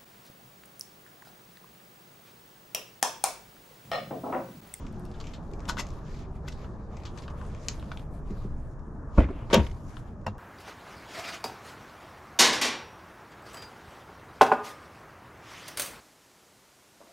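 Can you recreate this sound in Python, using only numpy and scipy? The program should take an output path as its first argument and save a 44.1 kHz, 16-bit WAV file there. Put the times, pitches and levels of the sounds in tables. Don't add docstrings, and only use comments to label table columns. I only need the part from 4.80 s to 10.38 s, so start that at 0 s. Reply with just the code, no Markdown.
import sys
import numpy as np
from scipy import signal
from scipy.io import wavfile

SR = 44100
rng = np.random.default_rng(int(sys.argv[2]) if len(sys.argv) > 2 else 0)


def pcm_store(signal):
    levels = np.round(np.clip(np.atleast_2d(signal), -1, 1) * 32767)
    wavfile.write(sys.argv[1], SR, levels.astype(np.int16).T)


def gain_from_db(level_db):
    decades = np.asarray(level_db, float) / 20
    return 10 ** decades


N = 246166


def in_time(rows):
    s, *columns = np.transpose(rows)
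    return [np.interp(np.arange(N) / SR, s, c) for c in columns]


def at_hz(points, hz):
    known_hz, value = np.transpose(points)
    return np.interp(np.log(hz), np.log(known_hz), value)


def rms_one(x):
    return x / np.sqrt(np.mean(x ** 2) + 1e-20)


def drift(rate):
    r = np.exp(-80 * np.pi * rate / SR)
    noise = rng.standard_normal(N // 40 + 2002)
    slow = signal.lfilter([1], [1, -2 * r, r * r], noise)[2000:]
    return np.interp(np.arange(N) / 40, np.arange(len(slow)), rms_one(slow))


def ring(x, hz, t60):
    r = gain_from_db(-60 / (t60 * SR))
    w = 2 * np.pi * hz / SR
    return signal.lfilter([0, np.sin(w)], [1, -2 * r * np.cos(w), r * r], x)


def add(out, sound, s, pan_db):
    start = round(s * SR)
    piece = out[:, start:start + len(sound)]
    piece += sound[:piece.shape[1]] * gain_from_db([[pan_db / 2], [-pan_db / 2]])


def grains(size, spread_db):
    uneven = np.minimum(rng.exponential(1, size[-1]), 4)
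    return rms_one(rng.standard_normal(size) * gain_from_db(spread_db * uneven))


def coloured(white, spectrum, patchy_db):
    # (frequency [Hz], likeness [-1..1])
    likeness = [(25, 0.77), (60, 1), (180, 0.99), (550, 0.9), (1650, 0.6), (4970, 0.62), (15000, 0.41)]
    edges = 14 * 2 ** np.arange(0, 10.2, .5)
    out, together = 0, drift(1.0)
    lowest_hz, highest_hz = np.array(spectrum)[[0, -1], 0]
    for k, (low, high) in enumerate(zip(edges, edges[1:])):
        hz = np.sqrt(low * high)
        if not lowest_hz * .7 < hz < highest_hz * 1.3:
            continue
        noise = white[k % 2]
        run_in = np.hstack([noise[:, -6000:], noise])
        band = signal.butter(3, [low, high], "band", fs=SR, output="sos")
        mid, side = signal.sosfilt(band, run_in)[:, -N:]
        alike = np.clip(at_hz(likeness, hz), -1, 1)
        gain = gain_from_db(at_hz(spectrum, hz) + patchy_db * (0.1 * together + drift(7.14)))
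        out = out + gain * (np.sqrt(1 + alike) * mid + np.sqrt(1 - alike) * side * [[1], [-1]])
    return rms_one(out)


def surges(rows, rise_db_per_s, fall_db_per_s, still_db):
    t, power = np.arange(0, N + 64, 64) / SR, gain_from_db(still_db) ** 2
    for s, hold_s, db in rows:
        rise_db = rise_db_per_s * np.maximum(s - t, 0)
        fall_db = fall_db_per_s * np.maximum(t - s - hold_s, 0)
        power = power + gain_from_db(db - rise_db - fall_db) ** 2
    return np.interp(np.arange(N) / SR, t, np.sqrt(power))


def blows(hits, modes, rattle, pan_db):
    longest_s = max(np.array(hits)[:, 4].max(), np.array(modes)[:, 2].max())
    t = np.arange(int(longest_s * SR)) / SR
    out, shake = np.zeros((2, N)), np.zeros((2, N))
    for s, peak_db, contact_hz, rattle_db, t60 in hits:
        push = t * np.exp(-2 * np.pi * contact_hz * t)
        push = push / push.sum() + 1e-18
        strengths = gain_from_db(np.array(modes)[:, 1] + rng.normal(0, 1.5, len(modes)))
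        strengths = strengths * (-1) ** np.arange(len(modes))
        sound = sum(g * ring(push, hz, ring_s) for g, (hz, _, ring_s) in zip(strengths, modes))
        add(out, gain_from_db(peak_db - 8.5) * sound, s, pan_db)
        swell = 1 - np.exp(-contact_hz * t)
        add(shake, swell * gain_from_db(peak_db + rattle_db - 60 * t / max(t60, .005)), s, pan_db)
    return out + shake * rattle


def traffic():
    # (frequency [Hz], density [dB per Hz])
    rumble_colour = [(8.8, -30), (15, 4), (59, -5.5), (75, 0), (102, -10.5), (150, -6), (200, -57.5),
                     (330, -120)]
    drone_colour = [(130, -8.5), (188, 3), (266, -3), (377, -6.5), (533, -13)]
    roar_colour = [(377, -12.5), (533, 3.5), (753, 2), (1065, 0.5), (1500, -8), (2130, -38.5),
                   (3000, -42.5), (4300, -52), (6000, -30.5), (8500, -36.5), (12000, -50.5), (15000, -52.5)]
    # (time [s], roar level [dB])
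    road = [(0.0, -50.5), (0.46, -52.5), (0.93, -49), (1.15, -52), (2.27, -52), (2.38, -50), (3.79, -54.5),
            (4.65, -51), (5.11, -55), (5.58, -52.5)]
    # (time [s], rumble level [dB])
    lorry = [(0, -38.5), (.42, -40.5), (.9, -39), (2.8, -38), (3.7, -35.5), (4.1, -39.5), (4.9, -35.5),
             (5.2, -41.5), (5.58, -41.5)]
    # (time [s], hold [s], pitch [Hz], level [dB])
    motor = [
        (0.174, 0.16, 359.4, -48.5),
        (1.445, 0.32, 386.5, -56.5),
    ]
    (roar_db,), (rumble_db,) = in_time(road), in_time(lorry)
    drone_db = -47 + 0.66 * (roar_db - roar_db.mean()) + 0.054 * (rumble_db - rumble_db.mean())
    white = rng.standard_normal((2, 2, N))
    rumble = gain_from_db(rumble_db) * coloured(white, rumble_colour, patchy_db=0.5)
    drone = gain_from_db(drone_db) * coloured(white[::-1], drone_colour, patchy_db=2.0)
    roar = gain_from_db(roar_db - 1.04) * coloured(white, roar_colour, patchy_db=2.0)
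    flutter, t, hum = gain_from_db(3.5 * drift(9.4)), np.arange(N) / SR, 0
    for s, hold_s, hz, db in motor:
        level = surges([(s, hold_s, db)], rise_db_per_s=161, fall_db_per_s=250, still_db=-120)
        hum = hum + level * np.sin(2 * np.pi * hz * t)
    halves = np.array([[.5], [-.5]])
    rumble_pan_db, road_pan_db = -0.1, 1.6
    return (rumble + drone) * gain_from_db(rumble_pan_db * halves) + (roar + flutter * hum) * gain_from_db(road_pan_db * halves)


def rustle():
    # (frequency [Hz], density [dB per Hz])
    brush_colour = [(710, -44.5), (1200, -12), (2050, -6), (2280, 1.5), (2570, -7.5), (6370, -11.5),
                    (7170, 3.5), (8790, -21), (12200, -19.5), (15500, -44)]
    # (time [s], hold [s], level [dB], treble over level [dB])
    strokes = [(0, .08, -65, -9), (0.125, 0.18, -68.5, -6), (0.36, 0.076, -64.5, -9),
               (0.475, 0.072, -60, -12), (0.633, 0.19, -72.5, -4.5), (0.834, 0.35, -65, -6.5),
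               (1.266, 0.15, -59.5, -13.5), (1.552, 0.012, -68.5, -4), (1.675, 0.17, -62, -10.5),
               (1.9, 0.16, -74.5, -13), (2.124, 0.18, -67, -10), (2.2, 1.04, -86, 11),
               (2.368, 0.062, -60.5, -8), (2.585, 0.33, -62, -8.5), (2.852, 0.17, -62.5, -4),
               (3.043, 0.18, -68.5, -6), (3.342, 0.039, -70.5, 2), (3.48, 0.18, -68, -2.5),
               (3.71, 0.22, -77.5, 1), (4.384, 0.013, -54.5, -11), (4.558, 0.11, -81.5, 6),
               (4.734, 0.13, -55, -6), (4.94, 0.12, -69.5, -0.5), (5.09, .1, -65, -2),
               (5.272, 0.022, -70, -5), (5.384, 0.15, -81.5, -11)]
    rise_db_per_s, fall_db_per_s = 292.5, 219
    body_rows = [(s, hold, db) for s, hold, db, _ in strokes]
    top_rows = [(s, hold, db + over) for s, hold, db, over in strokes]
    level = surges(body_rows, rise_db_per_s, fall_db_per_s, still_db=-81.5)
    treble = surges(top_rows, rise_db_per_s, fall_db_per_s, still_db=-90)
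    brush = coloured(grains((2, 2, N), spread_db=5.5), brush_colour, patchy_db=2.5)
    body = signal.sosfilt(signal.butter(6, 8000, fs=SR, output="sos"), brush)
    top = signal.sosfilt(signal.butter(4, 8200, "high", fs=SR, output="sos"), brush)
    return level * gain_from_db(-0.5) * rms_one(body) + treble * gain_from_db(-2.5) * rms_one(top)


def underfoot_events(count=9):
    # (time [s], peak [dB], pitch [Hz], t60 [s])
    leaf_ticks = [(0.0652, -34.5, 2550, 0.03), (0.0798, -49, 2490, 0.013), (0.2617, -45, 5670, 0.019),
                  (0.3137, -44.5, 4700, 0.051), (0.4, -32, 4700, 0.059), (0.41, -30, 5300, 0.017),
                  (0.44, -38, 2700, 0.035), (0.4678, -33, 3330, .041), (0.488, -43, 3050, .03),
                  (0.5353, -34.5, 4100, 0.11), (0.734, -40, 2370, 0.027), (0.7934, -41, 2520, 0.024),
                  (0.803, -36, 2160, 0.022), (.853, -35.5, 3000, 0.022), (1.7228, -35, 4770, 0.04),
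                  (2.1676, -35.5, 2260, 0.037), (2.234, -42, 2230, 0.046), (2.2512, -32, 4730, 0.11),
                  (2.374, -34.5, 2330, 0.05), (2.42, -41.5, 5300, 0.095), (2.5, -39, 2500, 0.046),
                  (2.747, -36, 2520, 0.021), (3.1724, -26, 3520, 0.0087), (2.889, -38, 6500, 0.21),
                  (3.5032, -41, 2310, 0.046), (3.993, -41, 2430, 0.0077), (.453, -41, 2900, .02),
                  (1.72, -40, 2500, .02), (2.2, -47, 3000, .03), (2.267, -39, 3500, .08),
                  (2.384, -35, 5000, .04), (2.397, -43, 4500, 0.036), (2.435, -43, 4500, 0.065),
                  (2.847, -43, 2400, .04), (2.93, -41, 2600, .02), (2.65, -44, 2400, 0.033),
                  (5.414, -50.5, 2500, 0.012)]
    # (time [s], peak [dB], pitch [Hz], t60 [s])
    twig_snaps = [(0.339, -49, 3180, 0.26), (1.844, -44, 2700, 0.054), (2.479, -34, 2640, 0.037),
                  (2.613, -39, 2550, 0.019), (3.026, -42, 2000, 0.024), (3.1153, -31.5, 2450, 0.034),
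                  (3.569, -51, 2180, 0.044), (3.6594, -53, 2340, .03), (5.1677, -39.5, 3220, .033)]
    # (time [s], peak [dB], pitch [Hz], treble [dB])
    grit_snaps = [(0.125, -54, 5100, -2), (0.1942, -51, 5600, 1), (.2044, -63, 6000, 4),
                  (0.2514, -42.5, 5750, -6.5), (0.713, -48.5, 4600, -13), (1.067, -38, 7300, -16),
                  (1.0876, -45, 7130, -14), (1.103, -39, 7500, -18), (1.136, -54, 7000, -4),
                  (2.8833, -13.5, 7500, -19), (2.996, -40, 3450, -14), (3.194, -41, 2980, -19)]
    # (start [s], swell [s], fall [s], peak [dB], pitch [Hz])
    crushes = [
        (0.878, 0.011, .022, -19.5, 3960),
        (0.9675, 0.029, 0.016, -21.5, 5500),
        (1.671, 0.0099, 0.0071, -35, 5000),
    ]
    leaf_attack_s, snap_attack_s, leaf_reach = 0.00019, .0001, 4.2
    rows = [(s, db, hz, -16.5, -30, t60, leaf_attack_s, leaf_reach) for s, db, hz, t60 in leaf_ticks]
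    rows += [(s, db, hz, -2.5, -40, t60, snap_attack_s, 1.5) for s, db, hz, t60 in twig_snaps]
    for s, db, hz, treble_db in grit_snaps:
        crunch_db = -12 - 10 * np.log2(hz / 2500)
        rows.append((s, db, hz, crunch_db, treble_db, 0.021, snap_attack_s, 1.3))
    for s, swell_s, fall_s, db, hz in crushes:
        end_s = swell_s + fall_s
        for late, bend in zip(np.linspace(0, end_s, count), rng.normal(0, 0.6, count)):
            loss_db = np.interp(late, [0, swell_s, end_s], [16, 0, 26])
            rows.append((s + late, db - loss_db, hz * np.exp(bend), -17, -17.5, 0.071,
                         leaf_attack_s, leaf_reach))
    return rows


def cracks():
    out, t = np.zeros((2, N)), np.arange(5000) / SR
    crunch_band = signal.butter(2, [950, 1750], "band", fs=SR, output="sos")
    body_band = np.vstack([signal.butter(4, [1800, 9500], "band", fs=SR, output="sos"),
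                           signal.cheby2(8, 30, 8700, fs=SR, output="sos")])
    edge_band = signal.butter(3, [8000, 15500], "band", fs=SR, output="sos")
    for s, peak_db, hz, crunch_db, treble_db, t60, attack_s, reach in underfoot_events():
        fade = gain_from_db(-60 * t / max(t60, .004))
        first_snap = 3.3 * np.exp(-t / 0.00017)
        swarm = grains((len(t),), spread_db=3.5) * (fade + first_snap)
        swarm = swarm * (1 - np.exp(-t / max(attack_s, 2e-5)))
        splinters = signal.sosfilt(signal.butter(2, min(reach * hz, 15000), fs=SR, output="sos"), swarm)
        body = signal.sosfilt(body_band, 0.79 * splinters + 0.21 * ring(swarm, hz, 5.7 / hz))
        crunch = gain_from_db(crunch_db + 18.0) * signal.sosfilt(crunch_band, swarm)
        edge = gain_from_db(treble_db + 6.0) * signal.sosfilt(edge_band, swarm)
        add(out, gain_from_db(peak_db - 8.5) * (body + crunch + edge), s + .0008, rng.normal(2.9, 3.8))
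    return out


def loose_contacts():
    # (frequency [Hz], density [dB per Hz])
    dull_colour = [(377, 3), (533, 1), (753, -6), (1065, -14), (1500, -14.5), (2130, -23.5), (3000, -49.5),
                   (4300, -40.5), (8500, -48.5), (12000, -53.5)]
    bright_colour = [(240, 1.5), (400, -1), (886, -5), (1240, 0), (1590, -12.5), (2190, -10), (3850, -16.5),
                     (7000, -22), (8800, -35.5), (12500, -40), (15500, -60)]
    contacts = grains((2, 2, N), spread_db=4.0)
    dull = coloured(contacts, dull_colour, patchy_db=3.5)
    bright = coloured(contacts, bright_colour, patchy_db=4.5)
    return contacts, dull, bright


def soles(bright):
    # (time [s], peak [dB], contact hardness [Hz], rattle [dB], rattle t60 [s])
    heel = [(0.8873, -22.5, 2200, -16, 0.014), (0.8895, -26, 2200, -22, .02),
            (0.8955, -16, 2520, -18.5, 0.021), (0.903, -29, 2000, -16.5, 0.11),
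            (0.9696, -27, 2000, -9, .02), (0.9776, -23.5, 2000, -14, 0.017), (0.993, -25, 2000, -14, .02),
            (1.679, -34, 2500, -14, .02), (3.1165, -34, 3000, -2.5, 0.035)]
    toe = [
        (0.9851, -21.5, 4000, -13, .02),
        (0.9916, -34, 4000, -21, .02),
        (0.997, -24, 6000, -16, 0.027),
        (1.001, -27, 6000, -19, 0.028),
        (1.007, -29.5, 6000, -8.5, 0.047),
        (1.6845, -29.5, 8000, -23, .02),
    ]
    # (pitch [Hz], level [dB], t60 [s])
    heel_modes = [(940, -1.5, 0.024), (1200, 1, 0.017), (1493, 0.5, 0.034), (2000, -6.5, 0.018),
                  (3540, 3, 0.014), (4200, 1, 0.011)]
    toe_modes = [(2000, 0.5, 0.02), (2667, -4, .03), (5430, -2.5, 0.016), (6300, -2, 0.018),
                 (7500, 0.5, 0.017), (12100, -2, 0.01)]
    return blows(heel, heel_modes, bright, pan_db=5.0) + blows(toe, toe_modes, bright, pan_db=4.5)


def handle(dull):
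    # (time [s], peak [dB], contact hardness [Hz], rattle [dB], rattle t60 [s])
    grip = [
        (3.505, -21, 493, -42, 0.045),
        (3.519, -24.5, 505, -52, .05),
        (3.647, -22.5, 700, -43, .05),
        (3.666, -29, 500, -42, .05),
    ]
    pull = [
        (4.3755, -9.5, 496, -12, 0.079),
        (4.381, -1.5, 930, -25.5, 0.11),
        (4.3845, -8.5, 910, -27, 0.45),
        (4.404, -19, 5000, -15, 0.14),
        (4.407, -11.5, 250, -31, 0.089),
        (4.44, -13.5, 353, -35, 0.053),
        (4.488, -24, 1200, -20, 0.053),
    ]
    knock = [
        (4.501, -22.5, 600, -14, 0.059),
        (4.509, -28, 600, -18.5, 0.089),
    ]
    # (pitch [Hz], level [dB], t60 [s])
    grip_modes = [(146, -7.5, 0.14), (190, 0.5, 0.15), (307, -1, 0.042), (400, -2, 0.068),
                  (456, -35, 0.036)]
    pull_modes = [(65, 1.5, 0.14), (33.4, -7, 0.1), (93.5, -6, 0.64), (200, -3.5, 0.056), (258, -6.5, 0.07),
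                  (299, 1.5, 0.036), (400, -16, 0.086), (530, -15, 0.055), (1010, -1, 0.023),
                  (1210, -19, 0.059), (1377, -9.5, 0.071), (1500, -17, 0.051), (2450, -16, 0.036),
                  (3050, -14.5, 0.041),
                  (334, 1, 0.038), (470, -20, 0.042), (670, -13, 0.063), (834, -23, .06)]
    knock_modes = [(380, 4.5, 0.057), (430, -9.5, 0.09)]
    out = blows(grip, grip_modes, dull, pan_db=0.5)
    out += blows(pull, pull_modes, dull, pan_db=-0.1)
    return out + blows(knock, knock_modes, dull, pan_db=-1.0)


def linkage(contacts):
    # (time [s], level [dB])
    slide = [(4.351, -74), (4.372, -66), (4.44, -49), (4.47, -73), (4.489, -58), (4.51, -77), (4.53, -60.5),
             (4.64, -62.5), (4.69, -78.5)]
    level_db, = in_time([(slide[0][0] - .02, -110), *slide, (slide[-1][0] + .02, -110)])
    band = signal.butter(3, [1300, 3150], "band", fs=SR, output="sos")
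    scrape = signal.sosfilt(band, contacts[0] + 2 * contacts[1, 0])
    return gain_from_db(level_db) * rms_one(scrape)


def latch(bright):
    # (time [s], peak [dB], contact hardness [Hz], rattle [dB], rattle t60 [s])
    release = [(4.708, -25, 1200, -14.5, 0.27), (4.7285, -19, 4000, -6.5, 0.081),
               (4.7317, -12, 3880, -7, 0.12), (4.737, -12, 2000, -14.5, 0.089),
               (4.7425, -11, 12100, -22.5, 0.06), (4.745, -11, 9000, -30.5, 0.17),
               (4.750, -15, 2950, -18, 0.22), (4.757, -40, 2000, -32, .12),
               (4.775, -14.5, 1500, -34, 0.049), (4.800, -38, 2500, -19, 0.51),
               (4.764, -27.5, 4000, -22, 0.11)]
    ticks = [
        (4.7007, -34, 6000, -3, 0.084),
        (4.8665, -33, 5000, -6, 0.031),
        (4.897, -44, 3000, -10, .03),
        (4.9135, -38, 3000, -7, 0.034),
    ]
    # (pitch [Hz], level [dB], t60 [s])
    release_modes = [(334, -7, 0.19), (397, -15, 0.23), (886, -13.5, .15), (1100, -7.5, 0.077),
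                     (505, -1, 0.17), (571, -3, 0.1), (650.5, -7.5, 0.16), (943, -14, 0.22),
                     (1180, -10, 0.059), (1530, -8.5, 0.03), (2280, -10.5, 0.08), (1980, -16.5, .05),
                     (2963, -7.5, .065), (3190, -8.5, 0.037),
                     (3730, -1.5, 0.024), (4210, -13, 0.13), (4780, -20.5, .1), (5720, -16.5, 0.085),
                  (4150, 3.5, 0.0071), (5300, -6, 0.025), (6500, -1, 0.0123), (9000, -5.5, 0.0081),
                  (10600, -3.5, 0.0046), (12100, 1.5, 0.0054)]
    tick_modes = [(1370, -11, 0.022), (2130, 0, 0.022), (3000, -3, .03), (3450, -3, 0.019),
                  (5000, -9, .015)]
    out = blows(release, release_modes, bright, pan_db=1.6)
    return out + blows(ticks, tick_modes, bright, pan_db=-0.7)


def panel(dull):
    # (time [s], peak [dB], contact hardness [Hz], rattle [dB], rattle t60 [s])
    heave = [
        (4.732, -18, 200, -41, .05),
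        (4.76, -26, 200, -40.5, .05),
        (4.78, -10.5, 200, -42.5, .05),
    ]
    boom = [
        (4.7625, -11, 500, -45, 0.056),
        (4.768, -13.5, 505, -31.5, .05),
        (4.785, -20, 400, -12.5, 0.21),
    ]
    # (pitch [Hz], level [dB], t60 [s])
    heave_modes = [(54.5, 1.5, 0.12), (72.4, 8.5, 0.19), (87, 7.5, 0.09)]
    boom_modes = [(138, -8.5, 0.2), (167, -7, 0.18), (214, 5.5, 0.12), (297, -9.5, 0.17)]
    return blows(heave, heave_modes, dull, pan_db=3.2) + blows(boom, boom_modes, dull, pan_db=0.5)


def check_strap(bright):
    # (time [s], peak [dB], contact hardness [Hz], rattle [dB], rattle t60 [s])
    clicks = [
        (5.4435, -50, 1500, -12, 0.08),
        (5.4645, -23, 2530, -42, 0.039),
        (5.4665, -22.5, 4000, -13.5, 0.1),
        (5.478, -19, 795, -26.5, 0.079),
        (5.551, -34, 500, -32, 0.077),
    ]
    # (pitch [Hz], level [dB], t60 [s])
    strap_modes = [(102.5, -3.5, 0.25), (207, -5.5, 0.16), (512, -9, 0.077), (660, 7, 0.02),
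                   (830, 13.5, 0.01), (990, 8, 0.019), (1864, -5, 0.038), (2550, -4, 0.016),
                   (2740, -3, 0.086), (5500, -4, 0.029), (7250, -1, 0.015), (9300, -8, .015),
                   (11650, -7, .015)]
    return blows(clicks, strap_modes, bright, pan_db=0.7)


def yard(x):
    t60_s, level_db, first_echo_s = 0.15, -10, 0.0041
    t = np.arange(12000) / SR
    tail = grains((2, len(t)), spread_db=4.5) * gain_from_db(-60 * t / t60_s) * (t > first_echo_s)
    tail = signal.sosfilt(signal.butter(4, 7800, fs=SR, output="sos"), tail)
    tail = gain_from_db(level_db) * (tail + 0.37 * tail[::-1]) / np.sqrt(np.sum(tail ** 2))
    return signal.oaconvolve(x.mean(axis=0)[None], tail, axes=1)[:, :N]


def scene():
    steady = traffic() + rustle()
    contacts, dull, bright = loose_contacts()
    underfoot = cracks() + soles(bright)
    door = handle(dull) + linkage(contacts) + latch(bright) + panel(dull) + check_strap(bright)
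    echoes = yard(underfoot + gain_from_db(-13.5) * door)
    return underfoot + door + echoes + steady


def low_pass(x):
    return signal.sosfilt(signal.butter(12, 15790, fs=SR, output="sos"), x)


def record(dry):
    dry = signal.sosfilt(signal.butter(1, 18, "high", fs=SR, output="sos"), dry)
    top = signal.sosfiltfilt(signal.butter(3, 10300, "high", fs=SR, output="sos"), dry)
    dry = dry + 0.42 * top * [[1], [-1]]
    dry = 0.16 * dry + signal.sosfilt(signal.cheby2(8, 40, 13600, fs=SR, output="sos"), dry)
    mix = signal.sosfilt(signal.cheby2(10, 60, 15900, fs=SR, output="sos"), dry)
    return low_pass(mix)


dry = scene()
out = record(dry)
pcm_store(out)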